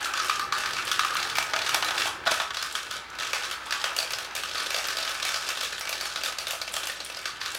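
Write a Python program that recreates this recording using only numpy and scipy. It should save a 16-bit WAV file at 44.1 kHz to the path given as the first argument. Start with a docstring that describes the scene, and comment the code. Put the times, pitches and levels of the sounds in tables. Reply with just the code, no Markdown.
"""Glass marbles run down a plastic marble run on carpet in a small room, over a faint mains hum.
First they roll through the tubes of a tower, droning, rasping and knocking hollow notes out of the walls.
From about 1.4 s they drop into a funnel close by and bounce; then they rattle down a chute, ending in
scattered dry taps. All along the thin plastic rings briefly, glass clicks on glass and the room answers."""
import sys
import numpy as np
from scipy import signal
from scipy.fft import rfft, irfft, next_fast_len
from scipy.io import wavfile

SR = 44100
rng = np.random.default_rng(int(sys.argv[2]) if len(sys.argv) > 2 else 0)


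def wrap_up_sound(samples):
    """Save the sound to the file named by the first command line argument, as 16-bit audio."""
    columns = np.atleast_2d(samples).T
    # keep every value between -1 and 1, then stretch to whole-number steps
    tamed = np.clip(columns, -1, 1)
    steps = np.round(tamed * 32767).astype(np.int16)
    wavfile.write(sys.argv[1], SR, steps)


N = 334278

# an impact's four registers (knock, ring, clack, tick): low f/Hz, high f/Hz, decay/(dB/ms), snap height
REGISTERS = [(472, 870, 2, 11.6), (1072, 1810, 0.94, 6.8), (2090, 6640, 1.4, 1.45), (5400, 15600, 1.6, 5)]
# fader moves of the rolling: t/s, track drone level/dB, contact rasp level/dB
ROLLING_LEVELS = [(0.0, -27.5, -31.5), (0.19, -39, -30), (0.36, -36, -33.5), (1.54, -36.5, -39.5),
                  (1.92, -33, -34), (2.09, -37.5, -31), (2.34, -38.5, -32), (2.47, -46, -41.5),
                  (3.17, -39.5, -36), (3.34, -40, -38), (3.74, -40, -33), (3.93, -39.5, -43),
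                  (4.24, -42, -40), (4.66, -42, -35), (5.22, -39, -34), (5.57, -41.5, -37),
                  (7.16, -46, -39.5), (7.58, -43.5, -36.5)]


def from_db(db):
    """Decibels to amplitude."""
    return 10 ** (np.asarray(db) / 20)


def rms_one(x):
    """Scales a sound to rms 1."""
    return x / np.sqrt(np.mean(x ** 2) + 1e-20)


def at_hz(points, hz):
    """Reads a table along a log-frequency axis."""
    points = np.array(points)
    return np.interp(np.log(np.maximum(hz, 1)), np.log(points[:, 0]), points[:, 1])


def band(x, low_hz, high_hz, order=2):
    """Causal band-pass."""
    edges_hz = [low_hz, min(high_hz, SR / 2 - 100)]
    return signal.sosfilt(signal.butter(order, edges_hz, "band", fs=SR, output="sos"), x)


def coloured(x, spectrum):
    """Puts an EQ curve on a continuous sound."""
    size = next_fast_len(N)
    gain = from_db(at_hz(spectrum, np.fft.rfftfreq(size, 1 / SR)))
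    return irfft(rfft(x, size) * gain, size)[:N]


def resonance(x, hz, width):
    """A single mode, gain 1 at its peak."""
    r = np.exp(-np.pi * width / SR)
    feedback = [1, -2 * r * np.cos(2 * np.pi * hz / SR), r * r]
    return signal.lfilter(np.array([1, 0, -1]) * (1 - r * r) / 2, feedback, x + 1e-18)


def drift(rate):
    """A random modulator that glides to a new value rate times a second."""
    knots = rng.standard_normal(4000)
    return np.interp(np.arange(N) / SR * rate, np.arange(len(knots)), knots)


def bumps(per_s, size_db, shake_s):
    """Tiny random bumps of uneven size, each shaking the shell for a moment; rms 1."""
    sizes = from_db(size_db * np.minimum(rng.exponential(1, N), 3))
    sizes *= rng.random(N) < per_s / SR
    energy = signal.lfilter([1], [1, -np.exp(-1 / (shake_s * SR))], sizes ** 2 + 1e-18)
    return rms_one(np.sqrt(energy) * rng.standard_normal(N))


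def add(out, s, sound):
    """Mixes a short sound in at time s."""
    start = int(np.clip(round(s * SR), 0, N))
    out[start:start + len(sound)] += sound[:N - start]


def room_tone(air_db=-50.5, hum_hz=58.6, hum_db=-63):
    """A bed of still air and faint mains hum."""
    # colour of the air: f/Hz, level/dB
    air_eq = [(20, -40), (45, -10), (70, 1.5), (130, -2.5), (220, -4), (400, -4.5), (1000, -5), (4000, -2),
              (16000, -42)]
    air = from_db(air_db) * rms_one(coloured(rng.standard_normal(N), air_eq))
    hum = np.sqrt(2) * np.sin(2 * np.pi * hum_hz * np.arange(N) / SR)
    return air + hum * from_db(hum_db + drift(rate=4.3))


def echoes(predelay_s=0.011, near_db=-34.0, lumpy_db=4.0):
    """The room's impulse response: nearby things scatter a little at once, then the walls answer."""
    # reverb time: f/Hz, t60/s
    room_t60 = [(200, 0.25), (1200, 0.35), (4000, 0.25), (8000, 0.32), (15000, 0.22)]
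    t = np.arange(int(0.45 * SR)) / SR
    knots = t[::40]
    lumps = from_db(lumpy_db * np.interp(t, knots, rng.standard_normal(len(knots))))
    shape = lumps * np.where(t < predelay_s, from_db(near_db), 1) * (t > 0.002)
    mid_fade = from_db(-60 * t / at_hz(room_t60, 2000))
    shape /= np.sqrt(np.sum((shape * mid_fade) ** 2))
    white, echo = rng.standard_normal((2, len(t))), 0
    edges_hz = np.geomspace(100, 18000, 12)
    for k, (low, high) in enumerate(zip(edges_hz, edges_hz[1:])):
        fade = from_db(-60 * t / at_hz(room_t60, np.sqrt(low * high)))
        echo = echo + band(white[k % 2] * shape, low, high) * fade
    return echo


def room_reverb(x, pattern_count):
    """The marbles keep moving, so each short stretch of sound meets another pattern of echoes."""
    patterns, out = [echoes() for _ in range(pattern_count)], np.zeros(N)
    hop = SR // 20
    window = np.sin(np.pi * np.arange(2 * hop) / (2 * hop))
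    for k, start in enumerate(range(0, N, hop)):
        piece = x[start:start + 2 * hop]
        add(out, start / SR, signal.fftconvolve(piece * window[:len(piece)], patterns[k % pattern_count]))
    return out


def plastic(x, low_hz=0, high_hz=SR, spread_db=0):
    """Adds the plastic's ringing resonances within a frequency range."""
    # modes of the plastic parts: f/Hz, width/Hz, level/dB
    modes = [(580, 187, 3), (652.5, 12, 8), (1155, 7.7, -1), (1270, 64, 3.5), (1478, 87, -2.5),
             (1740, 80, -5.5), (2290, 41, -2.5), (2640, 170, -10.5), (3520, 140, -12), (4530, 220, -11.5)]
    out = x.copy()
    for hz, width, db in modes:
        if low_hz < hz < high_hz:
            gain = from_db(db + spread_db * rng.standard_normal(x.shape[:-1] + (1,)))
            out += resonance(x, hz, width) * gain
    return out


def tower_rumble(t):
    """The tall tower rumbles while marbles run through it."""
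    # the rumble's fader: t/s, level/dB
    fader = [(0, -56), (.6, -52), (2.35, -53), (2.6, -61)]
    # its colour: f/Hz, level/dB
    rumble_eq = [(30, -4), (110, 5), (200, -2.5), (380, 5), (600, 0), (2000, -40)]
    rumble = rms_one(coloured(bumps(per_s=390, size_db=-19.0, shake_s=0.051), rumble_eq))
    return rumble * from_db(np.interp(t, *np.transpose(fader)))


def tube_tone():
    """Marbles running inside the tower keep the modes of its tubes sounding; rms 1."""
    # hollow tones of the tubes: f/Hz, width/Hz, level/dB
    modes = [(804, 19, -5), (1164, 43, -3.5), (1236, 49, -1.5), (1300, 93, -0.5), (1628, 160, -6.5)]
    shaking = bumps(per_s=340, size_db=3.0, shake_s=0.0056)
    tones = (from_db(db) * resonance(resonance(shaking, hz, width), hz, width) for hz, width, db in modes)
    return rms_one(sum(tones))


def track_drone(t):
    """Rolling marbles shake the track into a drone, part of it from inside the tubes."""
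    # colour of the open track: f/Hz, level/dB
    drone_eq = [(100, -48), (350, -11), (650, -22.5), (820, -6), (1000, -4.5), (1200, -8), (1500, -4.5),
                (1780, -6), (2000, -7.5), (2400, -9), (3500, -15), (9000, -36)]
    # the tubes' part in the drone: t/s, share of power
    tube_share = [(1.3, 0.33), (1.6, 0.17)]
    s, level_db, _ = np.transpose(ROLLING_LEVELS)
    shaking = bumps(per_s=480, size_db=4.5, shake_s=0.0044)
    open_track = rms_one(plastic(coloured(shaking, drone_eq)))
    in_tubes = np.interp(t, *np.transpose(tube_share))
    drone = np.sqrt(1 - in_tubes) * open_track + np.sqrt(in_tubes) * tube_tone()
    return drone * from_db(np.interp(t, s, level_db))


def seam_touches(per_s=190, vary_db=3.0):
    """Light touches on seams and walls, each broadband with a colour of its own."""
    highs_hz = np.geomspace(1500, 16000, 8)
    lows_hz = np.r_[100, highs_hz[:-1]]
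    touches = bumps(per_s, size_db=4.5, shake_s=0.0025)
    return sum((-1) ** k * band(touches, low, high) * from_db(vary_db * drift(per_s))
               for k, (low, high) in enumerate(zip(lows_hz, highs_hz)))


def contact_rasp(t, lull_fade_s=0.011, fizz_hz=6500, fizz_slope=0.32):
    """Marbles chatter over the seams with a rasp that brightens with speed."""
    # the chatter lets up in smooth runs or flight, until the next landing: start/s, end/s, change/dB
    lulls = [(0.07, 0.137, -13), (0.376, 0.521, -23), (2.094, 2.256, -24), (2.44, 2.545, -3),
             (2.98, 3.185, -17), (3.543, 3.72, -10.5), (4.264, 4.35, -10), (5.707, 5.804, 1.5),
             (6.298, 6.467, -3), (6.553, 6.708, -4.5), (6.93, 7.155, -1), (7.314, 7.401, -9)]
    # colour of the rasp: f/Hz, level/dB
    rasp_eq = [(200, -17.5), (380, -6.5), (600, -9), (900, -21), (1500, -1), (2000, -3), (2400, -0.5),
               (3200, 0.5), (5200, -2.5), (7500, -8), (12000, -18), (16000, -23)]
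    s, _, fader_db = np.transpose(ROLLING_LEVELS)
    dips_db = sum(db * np.clip((t - start) / lull_fade_s, 0, 1) * (t < end) for start, end, db in lulls)
    level_db = np.interp(t, s, fader_db) + dips_db
    rasp = rms_one(plastic(coloured(seam_touches(), rasp_eq)))
    dull = signal.sosfiltfilt(signal.butter(2, fizz_hz, fs=SR, output="sos"), rasp)
    fizz_gain = np.minimum(from_db(fizz_slope * (level_db - np.median(level_db))), 2)
    return (dull + (rasp - dull) * fizz_gain) * from_db(level_db)


def rolling(trim_db=-2.5, sway_db=1.5):
    """Drone and rasp waver as the marbles sway from wall to wall, with the tower's rumble below."""
    t = np.arange(N) / SR
    gain = from_db(trim_db + sway_db * drift(rate=35))
    return (track_drone(t) + contact_rasp(t)) * gain + tower_rumble(t)


def glass_clicks(fall_db_per_ms=2.0, width_share=0.29):
    """Two marbles meet, glass on glass, in a very brief, bright click."""
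    # collisions: t/s, level/dB, centre f/Hz
    clicks = [(0.851, -37, 8900), (1.147, -39, 10300), (1.369, -38, 14000), (2.725, -38, 7500),
              (3.101, -45.5, 5860), (3.662, -46, 9400), (4.121, -40, 12000), (4.633, -43, 9000),
              (4.872, -38, 12500), (5.795, -41, 12000), (6.137, -42, 7000), (6.432, -50, 9000),
              (6.482, -39, 10000), (6.692, -48, 9500), (6.722, -41, 9500), (6.734, -40, 8000),
              (6.855, -40, 10000), (7.048, -36, 8900), (7.215, -47, 8000), (7.521, -41, 7000),
              (7.549, -36.5, 10400)]
    out, ms = np.zeros(N), np.arange(SR // 50) * 1000 / SR
    attack = ms < 7
    for s, db, hz in clicks:
        burst = rng.standard_normal(len(ms)) * from_db(-fall_db_per_ms * ms)
        click = resonance(burst, hz, width_share * hz)
        add(out, s, click * from_db(db) / np.sqrt(np.mean(click[attack] ** 2)))
    return out


def pings():
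    """A blow sets one mode singing: mostly of the track, funnel or chute, but at 6.741 s of two marbles
    meeting, glass on glass."""
    # ringing modes: t/s, f/Hz, peak level/dB, t60/s
    notes = [(1.385, 950, -22, 0.016), (1.385, 2340, -29, 0.046), (1.536, 654, -27.5, 0.17),
             (1.563, 640, -27, 0.072), (2.27, 671, -29, 0.14), (2.27, 1478, -19, 0.08),
             (2.318, 640, -26.5, 0.06), (2.318, 1220, -24, 0.03), (3.988, 4570, -11.5, 0.019),
             (5.26, 2290, -30, 0.18), (5.83, 2290, -37.5, 0.56), (6.617, 4400, -26, 0.013),
             (6.741, 7600, -22.5, 0.016), (6.897, 1834, -25.5, 0.052), (7.257, 1180, -38, 0.18)]
    out, t = np.zeros(N), np.arange(SR // 4) / SR
    for s, hz, db, t60 in notes:
        add(out, s, np.sin(2 * np.pi * hz * t) * from_db(db - 60 * t / t60))
    return out


def tube_knocks(trim_db=-0.5, rise_s=0.00078, knock_t60_s=0.023, ring_hz=1202, ring_db=-25, ring_t60_s=0.34):
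    """A marble landing in a tube gives a short hollow knock; one tube mode rings on softly."""
    # landings: t/s, level/dB, f/Hz
    landings = [(0.058, -15, 1350), (0.199, -18, 1300), (0.2961, -9.5, 1215), (0.396, -13, 1203),
                (0.5245, -14.5, 1215), (0.5636, -26, 1220), (0.7857, -36, 1320), (0.9934, -9.5, 1250),
                (1.034, -16, 1220), (1.0475, -14.5, 1170), (1.108, -18, 1270), (1.1537, -17, 1210),
                (1.6916, -16, 1270), (2.626, -21, 1270), (2.7517, -23, 1300), (2.911, -28, 1300),
                (3.512, -22, 1330), (7.2568, -28, 1360)]
    out, t = np.zeros(N), np.arange(SR // 4) / SR
    onset = 1 - np.exp(-t / rise_s)
    ring = np.sin(2 * np.pi * ring_hz * t) * from_db(ring_db - 60 * t / ring_t60_s)
    for s, db, hz in landings:
        knock = np.sin(2 * np.pi * hz * t) * from_db(-60 * t / knock_t60_s)
        add(out, s, (knock + ring) * onset * from_db(db + trim_db))
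    return out


def with_rebounds(hits, loss_db=13):
    """After each hit the marble touches down once more, softer."""
    # flight time: shortest/s, longest/s
    flight_s = (0.012, 0.049)
    rebounds = [(s + rng.uniform(*flight_s), db - loss_db, *rest) for s, db, *rest in hits]
    return list(hits) + rebounds


def voice_impact(voicing, s, level_db, clack_hz, hardness_db=0, extra_knock_db=0, extra_send_db=0):
    """Shares one impact among the registers; a harder, briefer contact has more tick and less ring."""
    # dB gained per dB of hardness: knock, ring, clack, tick
    hardness_tilt = (0.3, -1.16, -0.29, 1)
    *registers_db, send_db = voicing
    levels_db = level_db + np.array(registers_db) + hardness_db * np.array(hardness_tilt)
    knock_db, *upper_db = levels_db + rng.standard_normal(len(REGISTERS))   # never twice quite alike
    return [s, knock_db + extra_knock_db, *upper_db, clack_hz, send_db + extra_send_db]


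def impact_cues():
    """Every marble hit on the plastic: t/s, knock/dB, ring/dB, clack/dB, tick/dB, clack f/Hz, send/dB."""
    # strikes on the tower's walls, further off: t/s, level/dB, clack f/Hz, hardness/dB
    wall_hits = [(0.057, -31, 2940, 6), (0.137, -26, 2670, 0.5), (0.174, -29.5, 3480, -1),
                 (0.199, -28, 5560.0, -5), (0.296, -23, 2510, 1), (0.395, -25, 4430, 1.5),
                 (0.524, -25.5, 4300, -3), (0.636, -34, 2340, -8), (0.659, -27.5, 4630, 0),
                 (0.766, -27.5, 2530, -1.5), (0.787, -32, 2300.0, -4), (0.877, -28, 2540, 0.5),
                 (0.915, -21, 3350, 2), (0.993, -21, 3800.0, 1), (1.034, -32, 2760.0, 0),
                 (1.048, -26.5, 2700, 2.5), (1.154, -29.5, 3200.0, -5), (1.168, -24, 3860.0, 1.5),
                 (1.228, -24.5, 4000, 2), (1.298, -29.5, 3360.0, 0), (1.354, -26, 2320, 1),
                 (1.37, -31, 2300, -4), (1.426, -28, 2300.0, 3.5), (1.692, -22.5, 2900, 4.5),
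                 (1.981, -24.5, 3420, 0.5), (1.998, -29, 4640.0, 6), (2.019, -25, 2740, -3),
                 (2.342, -26.5, 2520, 3.5), (2.626, -24.5, 5030, 3.5), (2.752, -24, 3180, 3),
                 (2.911, -28, 3300, 1.5), (3.434, -29.5, 3520.0, 0), (3.512, -26.5, 3120, 3.5),
                 (3.708, -26, 4630, 3), (3.724, -23.5, 2680, 0), (4.435, -27, 2860, 1.5),
                 (4.581, -29, 4500, 0), (7.256, -26, 4500, 0), (7.414, -30, 4340, -2.5),
                 (7.46, -29, 4000, 2)]
    # drops and bounces on funnel and chute:
    # t/s, level/dB, clack f/Hz, hardness/dB, extra knock/dB, extra room send/dB
    drops = [(1.384, -20, 2240, 2.5, -1.5, -0.5), (1.535, -24, 2310, -4.5, 3, -5),
             (1.562, -24.5, 2250, -3, 2.5, 0.5), (1.745, -17, 3430, 3, -4, 0),
             (1.825, -25.5, 3180, -2, 4.5, -14), (1.884, -29.5, 3520.0, -4, 6, -6),
             (2.056, -30, 3170, 3, 3, 8.5), (2.262, -31, 2900.0, -6.5, 10, -8),
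             (2.269, -26.5, 3560.0, -8, 7, 0), (2.275, -23.5, 3900, -2.5, 6.5, -4.0),
             (2.317, -23.5, 2330, 1, 4.5, -7), (2.4, -28, 3600, -6.5, 7, 2), (2.417, -31, 2600, 0, -2, 3),
             (2.506, -30.5, 3220, -4, -4, -21), (3.332, -23, 2440, 0.5, -4.5, 4),
             (3.841, -22, 3100, -0.5, -4, 2.5), (3.987, -25.5, 4470, 2.5, 0, -6),
             (4.763, -26.5, 2560.0, 2.5, -3.5, 7), (5.809, -30, 5200, 2.5, -1, 1.5),
             (6.532, -34.5, 2640, 0, 4.5, -1)]
    # rattles round the funnel and the chute: t/s, level/dB, clack f/Hz, hardness/dB
    rattles = [(1.617, -28.5, 4400, -2), (1.663, -28, 3560, -3.5), (1.846, -25.5, 3940, 0.5),
               (2.545, -32, 3240.0, -2), (2.57, -28, 4030, -1.5), (3.187, -32.5, 3800.0, -2),
               (3.208, -33, 3630, -6), (3.232, -32, 2540, -3.5), (3.965, -25.5, 2840, 6.5),
               (4.002, -26.5, 2460.0, 3), (4.106, -29.5, 2490, 0.5), (4.185, -30, 3420.0, 0.5),
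               (4.352, -27.5, 2760.0, 4.5), (4.363, -29, 2520, 0), (4.554, -29.5, 4030, -3.5),
               (4.6, -38, 2740.0, -10), (4.705, -26.5, 2460, 1.5), (4.885, -26.5, 4980.0, -0.5),
               (4.969, -25.5, 4430, -0.5), (5.05, -31, 4000, -2), (5.076, -30.5, 3580, -3.5),
               (5.093, -32, 2820.0, 6), (5.151, -32.5, 2300.0, -3.5), (5.227, -26.5, 3600, -0.5),
               (5.251, -25, 2460, 3.5), (5.29, -27, 5600, -1.5), (5.343, -25, 4960, -0.5),
               (5.359, -29, 5400, 1), (5.422, -34, 2360.0, 1), (5.489, -25, 2760, 2.5),
               (5.573, -31, 3800, -1.5), (5.61, -25.5, 3580.0, 1), (5.632, -28, 3320, 1.5),
               (5.873, -32, 2300.0, -1.5), (5.893, -27, 2680, 6.5), (6.01, -27, 4570, 1),
               (6.056, -30.5, 4470, 1), (6.159, -28, 3940.0, -1), (6.173, -37, 3460, -4),
               (6.235, -24.5, 4720, 3.5), (6.26, -26, 3700, -0.5), (6.385, -27.5, 4540, 2),
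               (6.469, -27.5, 3520.0, 0), (6.508, -25, 2830, 4.5), (6.739, -28, 3300, 3),
               (6.765, -25, 3180, 2), (6.833, -31, 3260, 1), (6.871, -28, 2770, 5.5)]
    # short dry taps on the near end of the chute: t/s, level/dB, clack f/Hz
    taps = [(1.59, -24, 3420.0), (1.907, -24, 3460), (3.152, -37, 2500), (3.382, -35, 2420),
            (3.669, -38, 3700), (4.028, -24, 4480.0), (4.134, -24, 5000), (4.247, -32, 4370),
            (4.487, -32.5, 3720.0), (4.661, -28, 3350), (4.744, -20.5, 4600), (4.986, -26, 4100),
            (5.026, -29, 3900), (5.927, -25, 4580), (6.323, -29, 2720), (6.615, -25.5, 4530),
            (6.677, -27.5, 2680), (6.898, -30, 3500.0), (7.003, -30, 4100), (7.099, -28.5, 2600.0),
            (7.169, -30, 5000), (7.549, -28, 2640.0)]
    # voicing of each kind: hollow knock/dB, wall ring/dB, clack/dB, glassy tick/dB, room send/dB
    wall_voicing = (-23, -4, -2, -15, 1.5)
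    drop_voicing = (-7, -6, -1.5, -13.5, -0.6)
    rattle_voicing = (-15.5, -7.5, -1.5, -11.5, 2)
    tap_voicing = (-13.5, -13.5, -3.5, -16, -1)
    kinds = [(with_rebounds(wall_hits), wall_voicing), (drops, drop_voicing),
             (with_rebounds(rattles), rattle_voicing), (taps, tap_voicing)]
    return np.array([voice_impact(voicing, *hit) for hits, voicing in kinds for hit in hits])


def clatter(cues, towards_walls, spot_db=3.0, spot_width=0.12, contact_hz=5000, brightening=0.69):
    """Each impact is a snap and a few milliseconds of dense shell modes, heard direct or sent to the walls."""
    # the first marbles knock higher on the funnel than the later ones: t/s, pitch ratio
    knock_pitch = [(2.45, 1.44), (2.55, 1.03)]
    times, *levels_db, clacks_hz, sends_db = cues.T
    knock, _, clack, tick = range(len(REGISTERS))
    ms = np.arange(SR // 14) * 1000 / SR
    attack = ms < 7
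    # glass on glass is a shorter contact than glass on plastic: the more tick, the more open the top
    glassiness_db = levels_db[tick] - levels_db[clack]
    cutoffs_hz = contact_hz * from_db(brightening * (glassiness_db - glassiness_db.mean()))
    cutoffs_hz = np.clip(cutoffs_hz, SR / 20, SR / 3)
    blows = 0
    for register, (low_hz, high_hz, fall_db_per_ms, snap) in enumerate(REGISTERS):
        force = rng.standard_normal((len(cues), len(ms))) * from_db(-fall_db_per_ms * ms)
        force[:, 0] += snap
        pitches = np.interp(times, *np.transpose(knock_pitch)) if register == knock else np.ones(len(cues))
        for pitch in np.unique(pitches):
            force[pitches == pitch] = band(force[pitches == pitch], pitch * low_hz, pitch * high_hz, order=3)
        layer = plastic(force, low_hz, high_hz)
        if register == clack:   # the clack favours a pitch that depends on the spot struck
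            spots = np.array([resonance(hit, hz, spot_width * hz) for hit, hz in zip(layer, clacks_hz)])
            layer += from_db(spot_db) * spots
        layer = np.array([signal.lfilter(*signal.butter(1, hz, fs=SR), hit)
                          for hit, hz in zip(layer, cutoffs_hz)])
        layer /= np.sqrt(np.mean(layer[:, attack] ** 2, axis=1, keepdims=True))
        blows = blows + layer * from_db(levels_db[register])[:, None]
    out = np.zeros(N)
    for s, send_db, blow in zip(times, sends_db, blows):
        add(out, s, blow * from_db(send_db) if towards_walls else blow)
    return out


def scene(wet_db=-2.5, ringing_send_db=-1.5, directions=2):
    """The mono mix; the clatter radiates other modes in each direction, each with its own room echoes."""
    cues = impact_cues()
    track = rolling()
    ringing = pings() + tube_knocks() + glass_clicks()
    clatter_echo = sum(room_reverb(clatter(cues, towards_walls=True), pattern_count=4)
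                       for _ in range(directions)) / np.sqrt(directions)
    track_echo = room_reverb(track + from_db(ringing_send_db) * ringing, pattern_count=5)
    reverb = from_db(wet_db) * (clatter_echo + track_echo)
    return (clatter(cues, towards_walls=False) + track + ringing + reverb + room_tone())[None]


def record(dry, low_cut_hz=42, high_cut_hz=15900):
    """The small microphone loses the deep bass, and the top is cut steeply."""
    thin = signal.sosfilt(signal.butter(4, low_cut_hz, "high", fs=SR, output="sos"), dry)
    return signal.sosfilt(signal.ellip(10, 0.2, 70, high_cut_hz, fs=SR, output="sos"), thin)


dry = scene()
out = record(dry)
wrap_up_sound(out)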